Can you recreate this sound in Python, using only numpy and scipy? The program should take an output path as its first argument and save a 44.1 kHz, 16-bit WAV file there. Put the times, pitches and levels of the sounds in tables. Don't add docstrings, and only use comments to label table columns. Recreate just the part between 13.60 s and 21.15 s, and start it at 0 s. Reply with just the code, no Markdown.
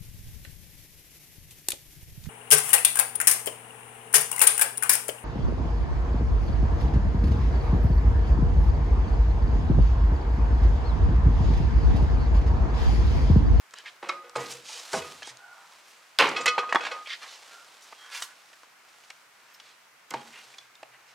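import sys
import numpy as np
from scipy import signal
from scipy.fft import rfft, irfft
from scipy.io import wavfile
from scipy.ndimage import uniform_filter1d

SR = 44100
rng = np.random.default_rng(int(sys.argv[2]) if len(sys.argv) > 2 else 0)


def persist_wave(psi):
    counts = np.round(np.clip(psi, -1, 1) * 32767).astype(np.int16)
    wavfile.write(sys.argv[1], SR, np.atleast_2d(counts).T)


def field_ratio(decibels):
    return 10 ** (np.asarray(decibels, dtype=float) / 20)


N = 332822

# [f/Hz, level/dB per Hz]
AIR_SPECTRUM = [(15, -65), (25, -45.5), (124, -15.5), (220, -14.5), (854, -4), (1510, -0.5), (1830, -4),
                (2210, -2.5), (3600, -11), (5880, -12), (13600, -22), (15200, -22.5), (16500, -41.5)]
# [f/Hz, likeness 0 to 1]
AIR_LIKENESS = [(60, 1), (180, 0.75), (550, 0.29), (1650, 0.532), (4970, 0.107), (15000, 0.57)]

# [t/s, length/s, level/dB, hardness/dB per octave]
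STROKES = [(0.096, 0.32, -48.5, -2), (0.414, 0.18, -49, -7), (.5, 0.32, -63.5, -9), (0.739, 0.3, -33, 1.5),
           (1.007, 0.69, -34, 1.5), (1.567, 0.282, -51.5, -4), (1.742, 1, -47, 0.5), (2.622, 0.127, -37, 3),
           (2.74, 0.13, -38.5, -6.5), (2.84, 0.35, -49, -8.5), (3.083, 0.36, -44.5, -7.5),
           (3.297, 1, -40.5, 0.5), (4.055, 0.87, -43.5, 0.5), (4.508, 0.19, -48.5, 13), (4.7, 0.47, -49, 2),
           (5.157, 0.54, -48.5, 1.5), (5.655, 0.68, -52, 0), (6.47, 0.64, -42.5, 0.5),
           (7.083, 0.74, -61, -5)]
# [low f/Hz, high f/Hz]
RUB_BANDS = [(1800, 7560), (440, 1830), (5000, 26400)]
# [distance from the middle part/octaves, level/dB]
RUB_SHADES = [(-0.5, -1.5), (-2.5, -2.5), (2, -7)]
# [f/Hz, width/Hz, level/dB]
RUB_BODY = [(900, 54, -45), (2640, 27, -12), (3830, 140, -53), (7430, 450, -17)]
# [middle t/s, length/s, level/dB, centre f/Hz, width/octaves]
SCUFFS = [(0.187, 0.095, -48, 2330, 1.5), (0.278, 0.0656, -44.5, 2160, 1.64),
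          (0.767, 0.033, -38, 5730, 1.1), (.805, .02, -44, 6500, 0.57), (0.822, .016, -46.5, 6500, 1.05),
          (.862, 0.015, -42, 4300, 1), (0.918, .014, -42, 6800, 0.37), (0.938, 0.0105, -40, 7000, 0.46),
          (0.915, 0.053, -38, 4940, 2.6), (1.137, 0.26, -41, 4310, 1.6), (1.359, 0.12, -36, 5020, 1.86),
          (1.68, 0.104, -43.5, 3660, 2.1), (2.298, 0.082, -56.5, 6000, 2.7), (2.692, 0.012, -34, 6240, 0.8),
          (2.676, .012, -41, 5300, 0.5), (3.258, 0.099, -35.5, 1800, 2), (3.467, 0.0276, -41.5, 2570, 0.73),
          (3.522, 0.11, -34.5, 2450, 1.27), (3.632, 0.051, -43, 1880, 2.4), (3.653, 0.11, -47, 1310, 1.3),
          (0.269, 0.05, -44, 2080, 0.48), (3.72, 0.19, -48.5, 3460, 1.7), (4.236, 0.048, -52, 6500, 2.5),
          (4.561, 0.14, -38.5, 2700, 2.04), (4.565, 0.5, -50.5, 1460, 0.88), (4.635, 0.057, -36, 5000, 4.2),
          (5.946, 0.033, -47.5, 13740, 0.2), (6.075, 0.172, -56, 3170, 1.46),
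          (6.773, 0.14, -49.5, 2223, 0.94), (2.028, 0.39, -57, 1140, 0.65), (3.978, 0.18, -53, 1384, 0.107),
          (3.903, 0.136, -59, 1520, .12), (7.344, 0.079, -57.5, 2040, 0.86), (7.51, 0.11, -58.5, 2500, 2.6)]

# [t/s, blow level/dB, note f/Hz, ring t60/s, tick level/dB]
KNOCKS = [(0.137, -31.5, 1314, 0.005, -30), (0.185, -38.5, 1690, 0.03, -29.5),
          (0.259, -38, 1840, 0.04, -66), (0.427, -28.5, 790, 0.008, -58), (0.488, -25, 1282, 0.079, -27),
          (0.922, -38, 2750, 0.02, -29), (1.331, -21.5, 905, 0.018, -20.5), (1.672, -33, 763, 0.032, -27.5),
          (2.588, -13, 2014, 0.042, -44.5), (2.858, -9.5, 2010, 0.017, -13),
          (2.979, -12.5, 1200, 0.0236, -58), (3.126, -20.5, 1870, 0.012, -30),
          (3.146, -15, 838.5, 0.037, -28), (3.157, -22.5, 1170, 0.023, -42),
          (3.265, -17, 1650, 0.0087, -52), (4.622, -25, 3013, 0.013, -18.5),
          (5.502, -30.5, 2014, 0.0045, -31.5), (6.537, -18.5, 900, 0.028, -30.5)]
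# [t/s, blow level/dB, note f/Hz, tick level/dB]
SNAPS = [(0.109, -64, 1140, -38.5), (0.695, -42, 1250, -33), (1.62, -29, 1700, -44.5),
         (1.628, -29.5, 3150, -54), (1.771, -55.5, 1470, -33.5), (3.471, -29.5, 2214, -54),
         (4.325, -32.5, 1240, -60), (4.547, -32, 2340, -29), (4.575, -36, 3730, -33),
         (4.93, -39.5, 1800, -45), (5.032, -41, 1000, -41), (5.436, -40.5, 2600, -47.5),
         (5.941, -49, 4440, -46), (5.999, -33.5, 2920, -51), (6.507, -31.5, 2040, -25),
         (6.939, -38, 2380, -58), (6.982, -32.5, 3440, -50), (7.153, -42, 3600, -47),
         (7.229, -35, 880, -43)]
# [t/s, level/dB, f/Hz]
TAPS = [(0.431, -33, 1960), (.759, -24.5, 574), (2.588, -6.5, 5000), (2.5879, -10, 3280),
        (2.588, -12, 12300), (2.858, -14, 2000), (2.858, -19, 12900), (2.9798, -13.5, 860),
        (3.032, -21, 1127), (3.039, -22, 1070), (3.126, -13, 1040), (3.125, -11, 1769),
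        (3.1465, -17.5, 645), (3.1517, -19, 1136), (3.158, -11, 1733), (3.162, -14, 900),
        (3.168, -16, 1210), (3.171, -22, 970), (4.325, -38.5, 900), (4.622, -28, 1220), (6.506, -20, 14100),
        (6.541, -22.5, 787), (7.2298, -35.5, 650), (7.233, -34, 2660)]
# [t/s, level/dB, f/Hz, ring t60/s]
CHIMES = [(.491, -33, 2140, 0.2), (.494, -21, 2200, 0.07), (.494, -26, 3880, 0.04),
          (0.491, -29, 5310, 0.058), (.492, -22, 1320, .09), (.497, -21, 1147, 0.054),
          (0.754, -27, 1250, 0.057), (.803, -37, 1960, 0.27), (1.095, -41.5, 883, 0.17),
          (1.338, -23.5, 1490, 0.047), (1.345, -23.5, 796, 0.049), (1.386, -33.5, 2930, 0.096),
          (1.645, -41, 3250, 0.22), (3.156, -23, 3370, 0.051), (3.1571, -8.5, 1090, 0.0082),
          (5.946, -41.5, 5320, 0.04), (2.863, -22, 3880, .04), (4.223, -50, 6050, .12),
          (4.223, -52, 7070, .1), (4.547, -38, 6300, .03), (4.621, -30, 1900, .03), (4.622, -36, 7300, .03),
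          (6.508, -40, 5100, .03), (6.508, -40, 3200, .03), (6.512, -40, 1480, .12),
          (6.538, -40, 4300, .04), (6.572, -43, 3200, .06), (6.61, -47, 3200, .06), (2.679, -28, 2350, .05)]

# [t/s, blow level/dB, hardness/dB per octave, rise/s]
THUDS = [
    (0.4269, -33.5, 0.5, 0.00086),
    (0.7553, -24.5, -1, 0.0013),
    (1.328, -24, -0.5, 0.003),
    (2.587, -8, 1.5, 0.0076),
    (6.508, -34.5, -2.5, 0.001),
    (6.539, -36, 2, .003),
]
# [f/Hz, level/dB per Hz]
SHELL_SPECTRUM = [(88, -38), (150, -18), (551, -4), (615, -11), (1030, -2.5), (1660, -10.5), (2180, -6.5),
                  (12000, -43), (15600, -75), (22000, -120)]
# [f/Hz, t60/s]
SHELL_RING = [(200, 0.81), (500, 0.46), (1500, 0.28), (3000, 0.49), (6000, 0.28), (12000, 0.0096)]
# [t/s, level/dB, f/Hz, t60/s]
DRUM_NOTES = [(.43, -49.5, 353, 1), (.43, -47.5, 542, 1), (.5, -46, 548, .5), (.759, -42.5, 129, .62),
              (.945, -44, 478, .2), (1.151, -51, 480, .3), (1.334, -48, 147, .6), (1.35, -50, 87, .74),
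              (1.701, -57, 124, .37), (2.599, -39, 303, .3), (2.601, -45, 136, .51), (2.8, -29, 480, .11),
              (2.982, -32.5, 398, .12), (3.316, -39, 535, .18), (6.56, -52, 228, .6), (6.54, -49, 130, .4),
              (7.05, -76, 122, 1.5), (6.85, -72, 126, 1.5), (7.29, -73, 124, 1.2), (2.858, -48, 90, .07),
              (2.979, -50, 90, .07)]
# [t/s, length/s, level/dB, from f/Hz, to f/Hz]
FLEX = (1.352, .052, -38, 340, 110)

# [t/s, blow level/dB, hardness/dB per octave, damping factor]
CLANGS = [(0.458, -40, -3, 0.68), (0.64, -40, -8, 0.95), (1.4188, -29, -5, 1.1), (2.763, -11, 1.5, 1.43),
          (2.8077, -30, 3.5, 2), (2.8573, -15, 1, 1.3), (2.8767, -2.5, 0.5, 1.75), (2.986, -13, -3, 1.83),
          (3.0902, -22.5, -4.5, 1.53), (3.206, -20.5, -4, 1.96), (3.313, -18, -1.5, 1.7)]
# [f/Hz, level/dB, t60/s]
PAN_MODES = [(486, -13, 0.36), (1477, -8, 0.3), (1982, -9, 0.56), (2175, -9, 0.37), (2552, 1, 0.18),
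             (2990, -11, 0.25), (3316, -2, 0.17), (4176, -6, 0.11), (4312, -12, 0.11), (5040, -17, 0.25),
             (4780, -17.5, 0.33), (5660, -15, 0.16), (6840, -22, .13), (7500, -25, 0.15)]
# [t/s, stop t/s, level/dB]
HUMS = [(0.531, 0.636, -37.5), (0.639, 0.75, -50), (0.757, 0.907, -38), (1.36, 1.41, -45),
        (1.442, 1.498, -41.5), (1.499, 1.575, -50), (2.76, 2.865, -30.5), (2.868, 2.975, -24),
        (2.968, 3.157, -26.5), (3.211, 3.24, -39), (3.313, 3.442, -34), (3.437, 3.547, -49)]

# [t/s, level/dB, tick level/dB, rise/s]
BLOWS = [
    (.7555, -31.5, -45, .004),
    (1.333, -26, -45, 0.0056),
    (2.588, -19.5, -14, 0.0032),
    (2.8074, -28.5, -40, .001),
    (6.539, -35.5, -45, 0.0022),
]
# [f/Hz, level/dB, t60/s]
BLOW_MODES = [
    [(476, 0, 0.58), (544, -34, 5.0), (684, -13, 0.66), (747.6, -20, 1.2), (856, -3, 0.218),
     (894, -39, 5.0), (1082, -25, 5.0), (1120, -21, 2.0), (1244, -16, 1.4), (1420, -31.5, 5.0)],
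    [(210, -25, 0.155), (403, 1.5, 0.18), (513, -1.5, 0.19), (650, -1.5, 0.23), (716, -14, 0.33),
     (790, 0, 0.09), (941, -11, 0.23), (1039, -21.5, 0.39), (1080, -9.5, 0.25), (1206, -21, 0.92),
     (1234, -24, 5.0), (1440, -6, 0.041)],
    [(463, -24, 5.0), (557, -12, 0.108), (851, -11, 5.0), (1058, -7.5, 0.55), (1510, -0.5, 0.21),
     (1850, 0, 0.11), (2176, -8, 0.63), (2300, -10, 0.3), (2800, -25, 5.0), (3020, -18.5, 0.355),
     (3795, -22, 0.3), (4040, -13, 0.29), (4258, -46, 4.3), (4996, -39, 5.0)],
    [(2536, -12, 0.04), (3015, -12, 0.095), (3774, -23, 0.2), (4307, -17, 0.1), (4780, -23, 0.2),
     (5044, -19, 0.15), (5383, -25, 0.14), (5658, -35, 5.0), (6000, -15, 0.18), (6837, -15, 0.085),
     (7063, -32, 0.36), (7330, -12, 0.11), (7500, -1, 0.02), (8296, -20, 0.14)],
    [(385.2, -6.5, 0.18), (420, -6, 0.083), (508, -10, 0.24), (663, -3, 0.087), (825, -6, 0.37),
     (940, -16.5, 0.26), (1090, -21, 0.21), (1174, -18, 0.06), (1283, -26, 1.1), (1450, -13.5, 0.26)],
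]

# [t/s, length/s, level/dB, slip rate f/Hz, share of sag]
SQUEAKS = [
    (1.768, 0.27, -50, 723.6, 0.0095),
    (4.36, 0.15, -54.5, 1646, .035),
]
# [f/Hz, width/Hz, level/dB]
SQUEAK_BODY = [
    [(790, 220, -10.5), (1457, 97, 1.5), (2140, 60, -27)],
    [(3270, 150, -10), (1770, 610, -40)],
]
SQUEAK_ROUGH = [1.4, .3]

# [f/Hz, t60/s]
YARD_RING = [(200, 0.64), (1000, 0.28), (4000, 0.293), (12000, 0.33)]


def evened(x):
    return x / np.sqrt(np.mean(x ** 2) + 1e-20)


def peaked(x):
    return x / (abs(x).max() + 1e-20)


def read(points, hz):
    f, value = np.transpose(points)
    return np.interp(np.log(hz + 1), np.log(f + 1), value)


def add(mix, s, sound):
    part = mix[round(s * SR):][:len(sound)]
    part += sound[:len(part)]


def band(x, lo_hz, hi_hz, order=2):
    sos = signal.butter(order, [lo_hz, min(hi_hz, SR / 2.2)], "band", fs=SR, output="sos")
    return signal.sosfilt(sos, x)


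def resonate(x, hz, width):
    turn = np.exp(2j * np.pi * np.cumsum(hz * np.ones(len(x))) / SR)
    r = np.exp(-np.pi * abs(width) / SR)
    return 2 * (turn * signal.lfilter([1 - r], [1, -r], x / turn)).real


def rings(hz, t60, t):
    return field_ratio(-60 * t / t60[:, None]) * np.sin(2 * np.pi * hz[:, None] * t)


def arch(u, skew):
    return np.sin(np.pi * np.clip(u, 0, 1) ** skew) ** 2


def contact(seconds, noise):
    u = np.arange(len(noise)) / SR / max(seconds, 3e-4)
    return noise * np.exp(-u) * (1 - np.exp(-u / 0.46))


def grit(count, per_s):
    clump = field_ratio(2.42 * evened(uniform_filter1d(rng.standard_normal(count), 300)))
    size = field_ratio(1.76 * np.minimum(rng.exponential(1, count), 4))
    grains = rng.standard_normal(count) * size * (rng.random(count) < per_s / SR)
    return evened(grains * clump) + 0.72 * rng.standard_normal(count)


def air():
    frames, hz = N // 256 + 5, np.fft.rfftfreq(1024, 1 / SR)
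    a, b, c, d, patches = rng.standard_normal((frames, 513, 5)).T
    patches = evened(uniform_filter1d(uniform_filter1d(patches, 10, 0), 14, 1))
    same = np.clip(read(AIR_LIKENESS, hz), -1, 1)[:, None]
    left = a + 1j * b
    right = same * left + np.sqrt(1 - same ** 2) * (c + 1j * d)
    z = np.array([left, right]) * field_ratio(read(AIR_SPECTRUM, hz)[:, None] + 0.48 * patches)
    roar = signal.istft(z, nperseg=1024, noverlap=768)[1][:, :N]
    return field_ratio(-57.5) * evened(roar)


def rubbing():
    t, drive = np.arange(N) / SR, grit(N, 5000)
    drive = drive + 0.85 * sum(field_ratio(db) * resonate(drive, hz, width) for hz, width, db in RUB_BODY)
    start, length, db, hard_db = np.transpose(STROKES)[:, :, None]
    power = arch((t - start) / length, 0.869) ** 0.738
    out = np.zeros(N)
    for edge, (octaves, shade_db) in zip(RUB_BANDS, RUB_SHADES):
        backward = band(drive, *edge, order=1)[::-1]
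        shade = band(backward, *edge, order=1)[::-1]
        stroke_power = power * field_ratio(2 * (db + hard_db * octaves + shade_db - 13.5))
        out += np.sqrt(stroke_power.sum(axis=0)) * evened(shade)
    return out


def knocks():
    hits = KNOCKS + [(s, db, hz, 0.014, tick_db) for s, db, hz, tick_db in SNAPS]
    out, t_count = np.zeros(N), 4096
    faces = rng.standard_normal((len(hits), 2, t_count))
    for (s, db, hz, t60, tick_db), face in zip(hits, faces):
        touch_s = 0.0024 * field_ratio(0.2965 * (db + 46.5))
        hit = contact(touch_s, face[0])
        width = 1.04 / max(t60, .004)
        note = resonate(hit, hz, width) + 0.2 * resonate(hit, 1.9 * hz, 0.5 * width)
        body = peaked(note) + 1.436 * peaked(band(hit, 0.3 * hz, 1.8 * hz))
        tick = band(contact(0.55 * touch_s, face[1]), 3800, 8600)
        add(out, s, field_ratio(db - 1.5) * peaked(body) + field_ratio(tick_db - 2.5) * peaked(tick))
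    return out


def scuffs():
    out, drive = np.zeros(N), grit(N, 5000)
    spots = rng.standard_normal((len(SCUFFS), 600)) * field_ratio(-60 * np.arange(600) / SR / 0.074)
    for (s, length, db, hz, octaves), spot in zip(SCUFFS, spots):
        start, count = s - length / 2, round(length * SR)
        grains = drive[round(start * SR):][:count]
        rung = evened(signal.fftconvolve(grains, spot)[:len(grains)]) + 1.2 * evened(grains)
        burst = band(rung, hz / 2 ** (octaves / 2), hz * 2 ** (octaves / 2))
        add(out, start, field_ratio(db) * evened(burst) * signal.windows.tukey(len(burst), .85))
    return out


def drum_thuds():
    out, t = np.zeros(N), np.arange(SR // 2) / SR
    hz = np.fft.rfftfreq(len(t), 1 / SR)
    centres = np.geomspace(180, 11000, num=9)
    parts = np.exp(-(np.log(hz + 1) - np.log(centres)[:, None]) ** 2 / 0.77)
    parts /= parts.sum(axis=0) + 1e-9
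    decay = field_ratio(-57 * t / read(SHELL_RING, centres)[:, None])
    rattles = rng.standard_normal((len(THUDS), 2, len(t)))
    for (s, db, hard_db, rise), (rattle, chatter) in zip(THUDS, rattles):
        colour = field_ratio(read(SHELL_SPECTRUM, hz) + hard_db * np.log2(hz / 1000 + 0.034))
        bands = irfft(rfft(rattle) * colour * parts, len(t))
        rise_s = max(rise, 2e-4) * (1000 / centres[:, None]) ** 1.08
        ring = (bands * (1 - np.exp(-t / rise_s)) * decay).sum(axis=0)
        flutter_db = 2.2 * evened(uniform_filter1d(chatter, 180))
        add(out, s, field_ratio(db + flutter_db) * peaked(ring))
    return out


def drum_notes():
    out, t = np.zeros(N), np.arange(SR // 2) / SR
    for s, db, hz, t60 in DRUM_NOTES:
        pair = np.sin(2 * np.pi * hz * t) + 0.843 * np.sin(2 * np.pi * 1.035 * hz * t)
        swell = 1 - np.exp(-t * hz / 3.2)
        add(out, s, field_ratio(db - 60 * t / t60) * pair * swell * np.cos(np.pi * t))
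    return out


def taps():
    hits = CHIMES + [(s, db, hz, 0.014 * (1000 / hz) ** 0.64) for s, db, hz in TAPS]
    out, t = np.zeros(N), np.arange(4096) / SR
    for (s, db, hz, t60), grain in zip(hits, rng.standard_normal((len(hits), len(t)))):
        fibres = .35 * evened(band(grain, .6 * hz, 1.5 * hz))
        note = np.sin(2 * np.pi * hz * t) + fibres
        add(out, s, field_ratio(db) * peaked(field_ratio(-60 * t / t60) * note * (1 - np.exp(-t * hz / .5))))
    return out


def pan_clangs():
    out, t = np.zeros(N), np.arange(SR // 3) / SR
    hz, mode_db, t60 = np.transpose(PAN_MODES)
    modes = rings(hz, t60, t) + .35 * rings(hz * 1.011, t60 * .7, t)
    places = rng.standard_normal((len(CLANGS), len(hz)))
    faces = rng.standard_normal((len(CLANGS), len(t)))
    for (s, db, hard_db, damp), place, face in zip(CLANGS, places, faces):
        ring = field_ratio(mode_db + 1.5 * place + hard_db * np.log2(hz / 2500)) @ modes
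        clank = peaked(ring) + .25 * peaked(band(contact(.012, face), 1200, 5500))
        damped = field_ratio(db - 286 * (damp - 1) * t)
        add(out, s, damped * clank * (1 - np.exp(-t / 0.0019)))
    return out


def pan_hums():
    out, t, hum_hz = np.zeros(N), np.arange(SR // 3) / SR, 1239
    for s, stop, db in HUMS:
        held = t[:round((stop - s) * SR)]
        tone = np.sin(2 * np.pi * hum_hz * (held + s))
        tone = tone + 0.118 * np.sin(2 * np.pi * 0.88 * hum_hz * held)
        add(out, s, field_ratio(db - 60 * held / 0.79) * tone * signal.windows.tukey(len(held), .15))
    return out


def blows():
    out, t = np.zeros(N), np.arange(SR // 3) / SR
    tick = peaked(band(np.exp(-t / .00008), 3000, 15000, order=1))
    for (s, db, tick_db, rise), modes in zip(BLOWS, BLOW_MODES):
        hz, mode_db, t60 = np.transpose(modes)
        rock = evened(uniform_filter1d(rng.standard_normal((len(hz), len(t))), 500, axis=1))
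        ring = field_ratio(mode_db) @ (rings(hz, np.clip(t60, .01, .42), t) * field_ratio(4.0 * rock))
        swell = 1 - np.exp(-t / max(rise, 3e-4))
        fade = np.cos(1.5 * np.pi * t)
        add(out, s, field_ratio(db) * ring * swell * fade + field_ratio(tick_db) * tick)
    return out


def panel_flex():
    out = np.zeros(N)
    s, length, db, from_hz, to_hz = FLEX
    u = np.arange(0, 1, 1 / (length * SR))
    glide_hz = from_hz * (to_hz / from_hz) ** u
    add(out, s, field_ratio(db) * np.sin(np.pi * u) * np.sin(2 * np.pi * np.cumsum(glide_hz) / SR))
    return out


def squeaks():
    out = np.zeros(N)
    for (s, length, level_db, slip_hz, sag), body, rough in zip(SQUEAKS, SQUEAK_BODY, SQUEAK_ROUGH):
        t = np.arange(0, length, 1 / SR)
        wobble = evened(uniform_filter1d(rng.standard_normal(len(t)), 200))
        droop = 1 - sag * t / length
        rate_hz = slip_hz * droop * (1 + 0.056 * rough * wobble)
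        slips = np.diff(np.floor(np.cumsum(rate_hz) / SR), prepend=0)
        drive = evened(slips) + 1.5 * rough * rng.standard_normal(len(t))
        tone = np.zeros(len(t))
        for hz, width, db in body:
            once = resonate(drive, hz * droop, width)
            tone += field_ratio(db) * resonate(once, hz * droop, width)
        add(out, s, field_ratio(level_db) * evened(tone) * np.sqrt(arch(t / length, 0.87)))
    return out


def yard(x):
    echoes = np.zeros((2, SR // 2))
    at = np.arange(200, SR // 2 - 20, 20) + rng.integers(0, 20, (2, (SR // 2 - 201) // 20))
    np.put_along_axis(echoes, at, rng.choice([-1., 1.], at.shape), 1)
    hz, t, z = signal.stft(echoes, SR, nperseg=256)
    tail = signal.istft(z * field_ratio(-60 * t / read(YARD_RING, hz)[:, None]), SR, nperseg=256)[1]
    return signal.fftconvolve(x[None], tail / np.linalg.norm(tail[0]), axes=1)[:, :N]


def scene():
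    wood = knocks() + taps() + rubbing() + scuffs() + squeaks()
    wood_and_pan = band(wood + pan_clangs() + pan_hums(), 177, 8540)
    drum = drum_thuds() + panel_flex() + drum_notes()
    near = drum + wood_and_pan + blows()
    sides = field_ratio(np.array([[-.7], [.7]]))
    echoes = yard(band(near, 490, 19000, order=1))
    return near * sides + field_ratio(-12.0) * echoes + air()


def band_limit(x):
    return signal.sosfilt(signal.butter(12, 16820, fs=SR, output="sos"), x)


def record(dry):
    no_rumble = signal.sosfilt(signal.butter(2, 70, "high", fs=SR, output="sos"), dry)
    mix = signal.oaconvolve(no_rumble, signal.firwin(101, 16500, fs=SR)[None], "same")
    return band_limit(mix)


dry = scene()
out = record(dry)
persist_wave(out)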